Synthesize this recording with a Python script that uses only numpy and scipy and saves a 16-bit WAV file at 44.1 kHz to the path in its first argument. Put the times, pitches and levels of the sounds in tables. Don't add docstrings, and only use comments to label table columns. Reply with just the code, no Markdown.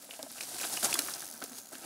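import sys
import numpy as np
from scipy import signal
from scipy.fft import rfft, irfft
from scipy.io import wavfile
from scipy.ndimage import uniform_filter1d

SR = 44100
rng = np.random.default_rng(int(sys.argv[2]) if len(sys.argv) > 2 else 0)


def wrap_up_sound(samples):
    columns = np.atleast_2d(samples).T
    tamed = np.clip(columns, -1, 1)
    steps = np.round(tamed * 32767).astype(np.int16)
    wavfile.write(sys.argv[1], SR, steps)


def field_ratio(decibels):
    return 10 ** (np.asarray(decibels, dtype=float) / 20)


N = 81585
T = np.arange(N) / SR

# (pitch [Hz], width [Hz], level [dB])
TYRE_MODES = [(165, 93, -11), (250, 64, -2), (345, 136, -3.5), (518, 113, -3.5), (723, 156, -0.5),
              (1320, 67, -1), (1565, 100, -1.5)]


def evened(x):
    return x / np.sqrt(np.mean(x ** 2) + 1e-20)


def level_at(times, db):
    return field_ratio(np.interp(T, times, db))


def coloured_noise(points):
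    f, db = np.transpose(points)
    hz = np.fft.rfftfreq(N, 1 / SR)
    shape = field_ratio(np.interp(np.log(hz + 1), np.log(f + 1), db))
    return evened(irfft(rfft(rng.standard_normal(N)) * shape, N))


def add(mix, s, sound):
    part = mix[round(s * SR):][:len(sound)]
    part += sound[:len(part)]


def high_pass(x, order, hz):
    return signal.sosfilt(signal.butter(order, hz, "high", fs=SR, output="sos"), x)


def resonate(x, hz, width):
    b, a = signal.iirpeak(min(hz, .45 * SR), hz / max(width, 5), SR)
    return signal.lfilter(b, a, x)


def body(x, modes):
    total = 0
    for k, (hz, width, db) in enumerate(modes):
        total = total + (-1) ** k * field_ratio(db) * resonate(x, hz, width)
    return evened(total)


def clicks(per_s, spread_db):
    u = rng.random(N)
    excess = rng.exponential(1, N)
    sign = rng.choice([-1., 1.], N)
    return sign * field_ratio(spread_db * np.minimum(excess, 4)) * (u < per_s / SR)


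def slow(hz):
    low = signal.butter(3, hz, fs=SR, output="sos")
    x = signal.sosfilt(low, rng.standard_normal(N + SR // 2))
    return np.clip(evened(x[-N:]), -2, 2)


def grains(train, lo_hz, hi_hz, cycles, count=16):
    pick = rng.integers(0, count, N)
    out = np.zeros(N)
    for k, hz in enumerate(np.geomspace(lo_hz, hi_hz, count)):
        p = np.arange(600) / SR * hz
        wavelet = np.sin(2 * np.pi * p) * np.exp(-p / cycles) * np.sqrt(hz)
        out += signal.oaconvolve(train * (pick == k), wavelet)[:N]
    return evened(out)


def quiet_wood():
    # (frequency [Hz], level [dB per Hz])
    wood_points = [(18, -66), (30, -7), (264, 50), (424, 18), (581, -9.5), (1570, -73), (1990, -71),
                   (6830, 13), (15800, 33)]
    return field_ratio(-60.5) * coloured_noise(wood_points)


def trees(x):
    echo_db, echo_t60_s = -14, .14
    t = np.arange(6000) / SR
    sparse = rng.standard_normal(6000) * (rng.random(6000) < .05)
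    scatter = sparse * field_ratio(-60 * t / echo_t60_s) * (t > .003)
    return field_ratio(echo_db) * signal.oaconvolve(x, scatter / np.linalg.norm(scatter))[:N]


def freewheel():
    # (time [s], teeth passed [count])
    pawl_turns = [(.45, -38), (.8857, 0), (.941, 5), (.957, 6), (.981, 8), (1.003, 10), (1.029, 13),
                  (1.0387, 14), (1.0515, 15), (1.1374, 23), (1.1495, 24), (1.1816, 26), (1.1944, 27),
                  (1.2053, 28), (1.2442, 31), (1.2873, 35), (1.3242, 38), (1.403, 44), (1.4175, 45),
                  (1.439, 47), (1.4625, 48), (1.481, 49), (1.495, 50), (1.5035, 51), (1.5185, 52),
                  (1.5315, 53), (1.5855, 60), (1.6065, 63), (1.6335, 66), (1.669, 69), (1.6883, 70),
                  (1.7097, 71), (1.739, 73), (1.7814, 77), (1.8336, 81)]
    # (time [s], rattle level [dB], hub shell ring level [dB])
    pawl_levels = [(.45, -54, -60), (.8, -44, -54), (1.0, -39.5, -52), (1.28, -40.5, -52),
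                   (1.4, -43.5, -51), (1.5, -48, -47), (1.56, -49.5, -43), (1.69, -50, -43.5),
                   (1.72, -52, -54), (1.85, -52, -58)]
    # (pitch [Hz], width [Hz], level [dB])
    hub_modes = [(4500, 1200, -9), (6300, 900, -2), (8800, 1400, -4), (10900, 1600, 0), (15400, 600, -3)]
    tick_s, tick_spread_db = .0032, 1.5
    shell_hz, shell_rise_hz_per_s, shell_t60_s = 6700, 1500, .011

    s, teeth = np.transpose(pawl_turns)
    tooth = np.arange(teeth[0], teeth[-1] + 1)
    draw = rng.standard_normal((len(tooth), 4))
    at = np.interp(tooth, teeth, s) + .0003 * draw[:, 0]
    size = field_ratio(tick_spread_db * draw[:, 1])
    t = np.arange(800) / SR

    train = np.zeros(N)
    train[(at * SR).astype(int)] = size
    tick = np.minimum(t / tick_s / .2, 1) * np.exp(-(t / tick_s) ** 3)
    rattle = signal.oaconvolve(train, tick)[:N] * body(rng.standard_normal(N), hub_modes)

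    ring = np.zeros(N)
    fall = np.minimum(t / .001, 1) * field_ratio(-60 * t / shell_t60_s + 4)
    for start, a, detune in zip(at, size * field_ratio(0.91 * draw[:, 3]), draw[:, 2]):
        hz = (shell_hz + shell_rise_hz_per_s * max(start - 1.6, -.3)) * (1 + .02 * detune)
        add(ring, start, a * fall * np.sin(2 * np.pi * hz * t))

    s, rattle_db, ring_db = np.transpose(pawl_levels)
    return level_at(s, rattle_db) * rattle + level_at(s, ring_db) * ring


def thud(peak_db, hz, t60, noise):
    t = np.arange(len(noise)) / SR
    fall = field_ratio(-60 * t / t60) * np.minimum(t * hz / 1.1, 1)
    note = 0.86 * np.sin(2 * np.pi * hz * t)
    rough = 0.44 * evened(resonate(noise, hz, 0.25 * hz))
    return field_ratio(peak_db - 4) * fall * (note + rough + 0.29 * body(noise, TYRE_MODES))


def bumps():
    # (time [s], peak level [dB], pitch [Hz], ring t60 [s])
    wheel_bumps = [(0.023, -54, 510, 0.056), (0.035, -47, 570, 0.087), (0.089, -43, 522, 0.077),
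                   (0.126, -45, 690, 0.077), (0.1913, -31, 640, 0.075), (0.229, -36, 262, 0.095),
                   (0.263, -36.5, 653, 0.045), (0.424, -40, 670, 0.044), (0.512, -42, 700, 0.07),
                   (0.531, -41.5, 329, 0.075), (0.557, -40, 729, 0.061), (0.614, -31, 636, 0.024),
                   (0.645, -33, 714, 0.035), (0.699, -34, 700, 0.03), (0.723, -37, 782, 0.07),
                   (0.773, -33, 710, 0.055), (0.83, -28, 700, 0.028), (0.887, -30, 940, 0.061),
                   (0.9415, -27, 349, 0.045), (0.991, -26, 299, 0.039), (1.082, -45, 895, 0.07),
                   (1.333, -47, 233, 0.21), (1.416, -32.5, 684, 0.047), (1.4245, -32, 270, 0.05),
                   (1.4405, -34, 500, 0.023), (1.511, -41, 243, 0.21), (1.719, -41, 640, 0.04),
                   (1.843, -36, 680, 0.05), (1.728, -42, 300, .07), (1.747, -42, 260, .1),
                   (1.776, -44, 230, .1), (1.844, -40, 300, .06), (.856, -27, 700, .03),
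                   (1.428, -32, 420, .035),
                   (.2285, -38, 560, .07),
        (.9905, -32, 1400, .06),
        (1.4235, -34, 1520, .05),
        (1.477, -46, 255, .14),
    ]
    rows = wheel_bumps
    out = np.zeros(N)
    for (s, peak_db, hz, t60), noise in zip(rows, rng.standard_normal((len(rows), 5000))):
        add(out, s, thud(peak_db, hz, t60, noise))
    return out


def snap(peak_db, hz, length, octaves, noise):
    tail_db, tail_s, splinter_db = -37.5, 0.03, 2
    t = np.arange(len(noise)) / SR
    u = 2 * t / max(length, .0004)
    burst = (u * np.exp(1 - u)) ** 0.77
    tail = field_ratio(tail_db) * np.minimum(u, 1) * np.exp(-t / tail_s)
    splinters = noise * field_ratio(splinter_db * noise[::-1])
    splinters[round(length * SR / 3)] += 3.5
    edges = np.clip(hz * 2 ** (np.array([-.5, .5]) * max(octaves, .2)), 100, .46 * SR)
    band_pass = signal.butter(2, edges, "band", fs=SR, output="sos")
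    band = signal.sosfilt(band_pass, (burst + tail) * splinters)
    return field_ratio(peak_db) * band / abs(band).max()


def snaps():
    # (time [s], peak level [dB], pitch [Hz], length [s], breadth [octaves])
    twig_snaps = [(0.1083, -32, 2750, .0016, 0.78), (0.135, -42, 2770, 0.0046, 0.71),
                  (0.2284, -22, 5720, 0.00081, 1.65), (.316, -32, 10600, 0.00094, 0.52),
                  (0.4172, -30, 9500, .001, 1), (0.4085, -30, 4000, 0.003, 2),
                  (0.6572, -27, 9000, 0.003, 1), (0.6132, -24, 8000, 0.0016, 1.6),
                  (0.667, -27, 8000, 0.003, 1.3), (0.738, -23.5, 9000, 0.0015, 1.2),
                  (0.84, -18.5, 9000, 0.0009, 1.2), (0.7978, -26, 10900, 0.0011, 0.55),
                  (.8466, -15, 8000, 0.0007, .8), (0.9285, -21, 6000, 0.003, 1.5),
                  (0.9397, -14, 6500, .0033, 1.8), (0.9542, -26, 1400, 0.0028, 0.6),
                  (0.9894, -12.5, 5200, .0033, 2.52), (1.0843, -27, 1390, .0028, .8),
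                  (1.1376, -25.5, 5340, 0.002, 0.63), (1.417, -37, 1400, 0.0011, 0.3),
                  (1.4232, -28, 3500, 0.001, 1.5), (1.4388, -23.5, 7500, 0.0019, 2.2),
                  (1.781, -36.5, 8000, 0.0029, 1.2), (1.7535, -41, 3200, 0.0017, 1.2),
                  (1.0725, -29, 9000, .0012, 1.6), (1.0485, -30, 12000, .0008, .6),
                  (1.4582, -35, 6200, .0012, .6)]
    out = np.zeros(N)
    for (s, *snap_settings), noise in zip(twig_snaps, rng.standard_normal((len(twig_snaps), 2500))):
        add(out, s, snap(*snap_settings, noise))
    return out


def crack(peak_db, hz, t60):
    t = np.arange(3000) / SR
    note = np.sin(2 * np.pi * hz * t) * field_ratio(-60 * t / t60)
    edge = np.sin(2 * np.pi * 2.1 * hz * t) * field_ratio(-170 * t / t60)
    return field_ratio(peak_db) * (note + .8 * edge)


def cracks():
    # (time [s], peak level [dB], pitch [Hz], ring t60 [s])
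    twig_cracks = [(.3257, -38, 4800, .005), (.3833, -36, 2700, .008), (.3898, -38, 2800, .005),
                   (.408, -26, 2500, .008), (.4108, -35, 3200, .006), (.4282, -31, 5500, .005),
                   (.5445, -32, 4070, .006), (.5865, -35, 1800, .006), (.6006, -30, 2600, .007),
                   (.6075, -33, 2600, .006), (.6334, -27, 2600, .009), (.6392, -30, 3400, .005),
                   (.6425, -30, 2700, .006), (.7728, -24, 2800, .008), (.7752, -27, 2900, .01),
                   (.9278, -20, 2600, .009), (.9435, -36, 3420, .09), (.9415, -19, 4950, .012),
                   (.9915, -22, 4500, .008), (.8285, -29, 1560, .012), (.8305, -26, 3800, .006),
                   (.8445, -26, 1400, .01), (.8595, -25, 4400, .006), (.8535, -24, 3600, .006),
                   (.6405, -32, 1500, .012), (.6505, -29, 1600, .01), (.9888, -27, 2300, .01),
                   (1.2047, -36, 3700, .006), (1.2255, -35, 1650, .012), (1.4233, -30, 1500, .015),
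                   (1.5325, -40, 4000, .005), (1.7465, -41, 2800, .008), (1.754, -38, 1700, .008),
                   (1.843, -40, 2500, .006)]
    out = np.zeros(N)
    for s, *crack_settings in twig_cracks:
        add(out, s, crack(*crack_settings))
    return out


def tyres():
    # (time [s], crush level [dB], tyre load [dB re crush])
    roll_levels = [(0, -55.5, -11), (.3, -50, -17), (.55, -42, -14), (.7, -38.5, -16), (.8, -38.5, -19.5),
                   (1.0, -39.5, -8), (1.15, -42.5, -10), (1.3, -50.5, -6), (1.55, -51, -9),
                   (1.69, -55.5, -8), (1.85, -49, -3.5)]
    # (middle [s], half length [s], level [dB], tyre load [dB re level])
    leaf_drifts = [(0.039, 0.022, -51, -16), (0.134, 0.034, -50.5, -5.5), (.31, 0.0051, -51.5, 0.5),
                   (0.377, 0.016, -49.5, -3), (0.427, 0.018, -43, -11.5), (0.486, 0.0048, -52, -6),
                   (0.616, 0.0074, -38, -5), (0.646, 0.011, -39, -4.5), (0.742, 0.016, -38.5, -9),
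                   (0.833, 0.004, -32, -8), (0.852, .012, -27.5, -9), (0.9, 0.036, -39.5, -8.5),
                   (1.104, 0.0067, -39, -32), (1.444, 0.004, -44, -6), (1.583, 0.012, -44.5, -32),
                   (1.739, 0.013, -45.5, -8.5), (1.845, 0.0076, -55.5, 0)]
    # (frequency [Hz], level [dB per Hz])
    litter_points = [(76, -21), (130, -10.5), (315, -4.5), (480, -10.5), (717, -9), (2100, -13.5),
                     (5560, -4.5), (9950, -0.5), (15800, -16)]
    hiss_db, crackle_db, prick_db, grit_db = -2.5, -5.5, -13, -5.5

    s, crush_db, load_db = np.transpose(roll_levels)
    crush = level_at(s, crush_db)
    load = crush * level_at(s, load_db)
    for middle, half, db, share_db in leaf_drifts:
        swell = field_ratio(db) * np.exp(-.5 * ((T - middle) / half) ** 2)
        crush = np.hypot(crush, swell)
        load = np.hypot(load, swell * field_ratio(share_db))

    hiss = coloured_noise(litter_points) * field_ratio(hiss_db + 1.6 * slow(40))
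    crackle = field_ratio(crackle_db) * grains(clicks(2200, 3.6) * field_ratio(2.0 * slow(70)), 4200, 14000, 1.5)
    pricks = field_ratio(prick_db) * grains(clicks(120, 2.5), 4500, 12000, .8)
    grit = field_ratio(grit_db) * grains(clicks(600, 3.2), 1300, 4500, 2.5)
    small_bumps = clicks(900, 2.2) * field_ratio(1.42 * slow(28))
    drum = body(uniform_filter1d(small_bumps, 12), TYRE_MODES)
    return crush * (hiss + crackle + pricks) + load * (grit + drum)


def scene():
    struck = bumps() + snaps() + cracks()
    hits = high_pass(struck, 2, 150) + freewheel()
    return (hits + trees(hits) + tyres() + quiet_wood())[None]


def band_limit(x):
    return signal.sosfilt(signal.butter(12, 16990, fs=SR, output="sos"), x)


def record(dry):
    mic_low_hz, edge_hz = 60, 15750
    x = high_pass(dry, 3, mic_low_hz)
    top_edge = signal.firwin(511, edge_hz, window=("kaiser", 9), fs=SR)
    x = signal.oaconvolve(x, top_edge[None], "same")
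    return band_limit(x)


dry = scene()
out = record(dry)
wrap_up_sound(out)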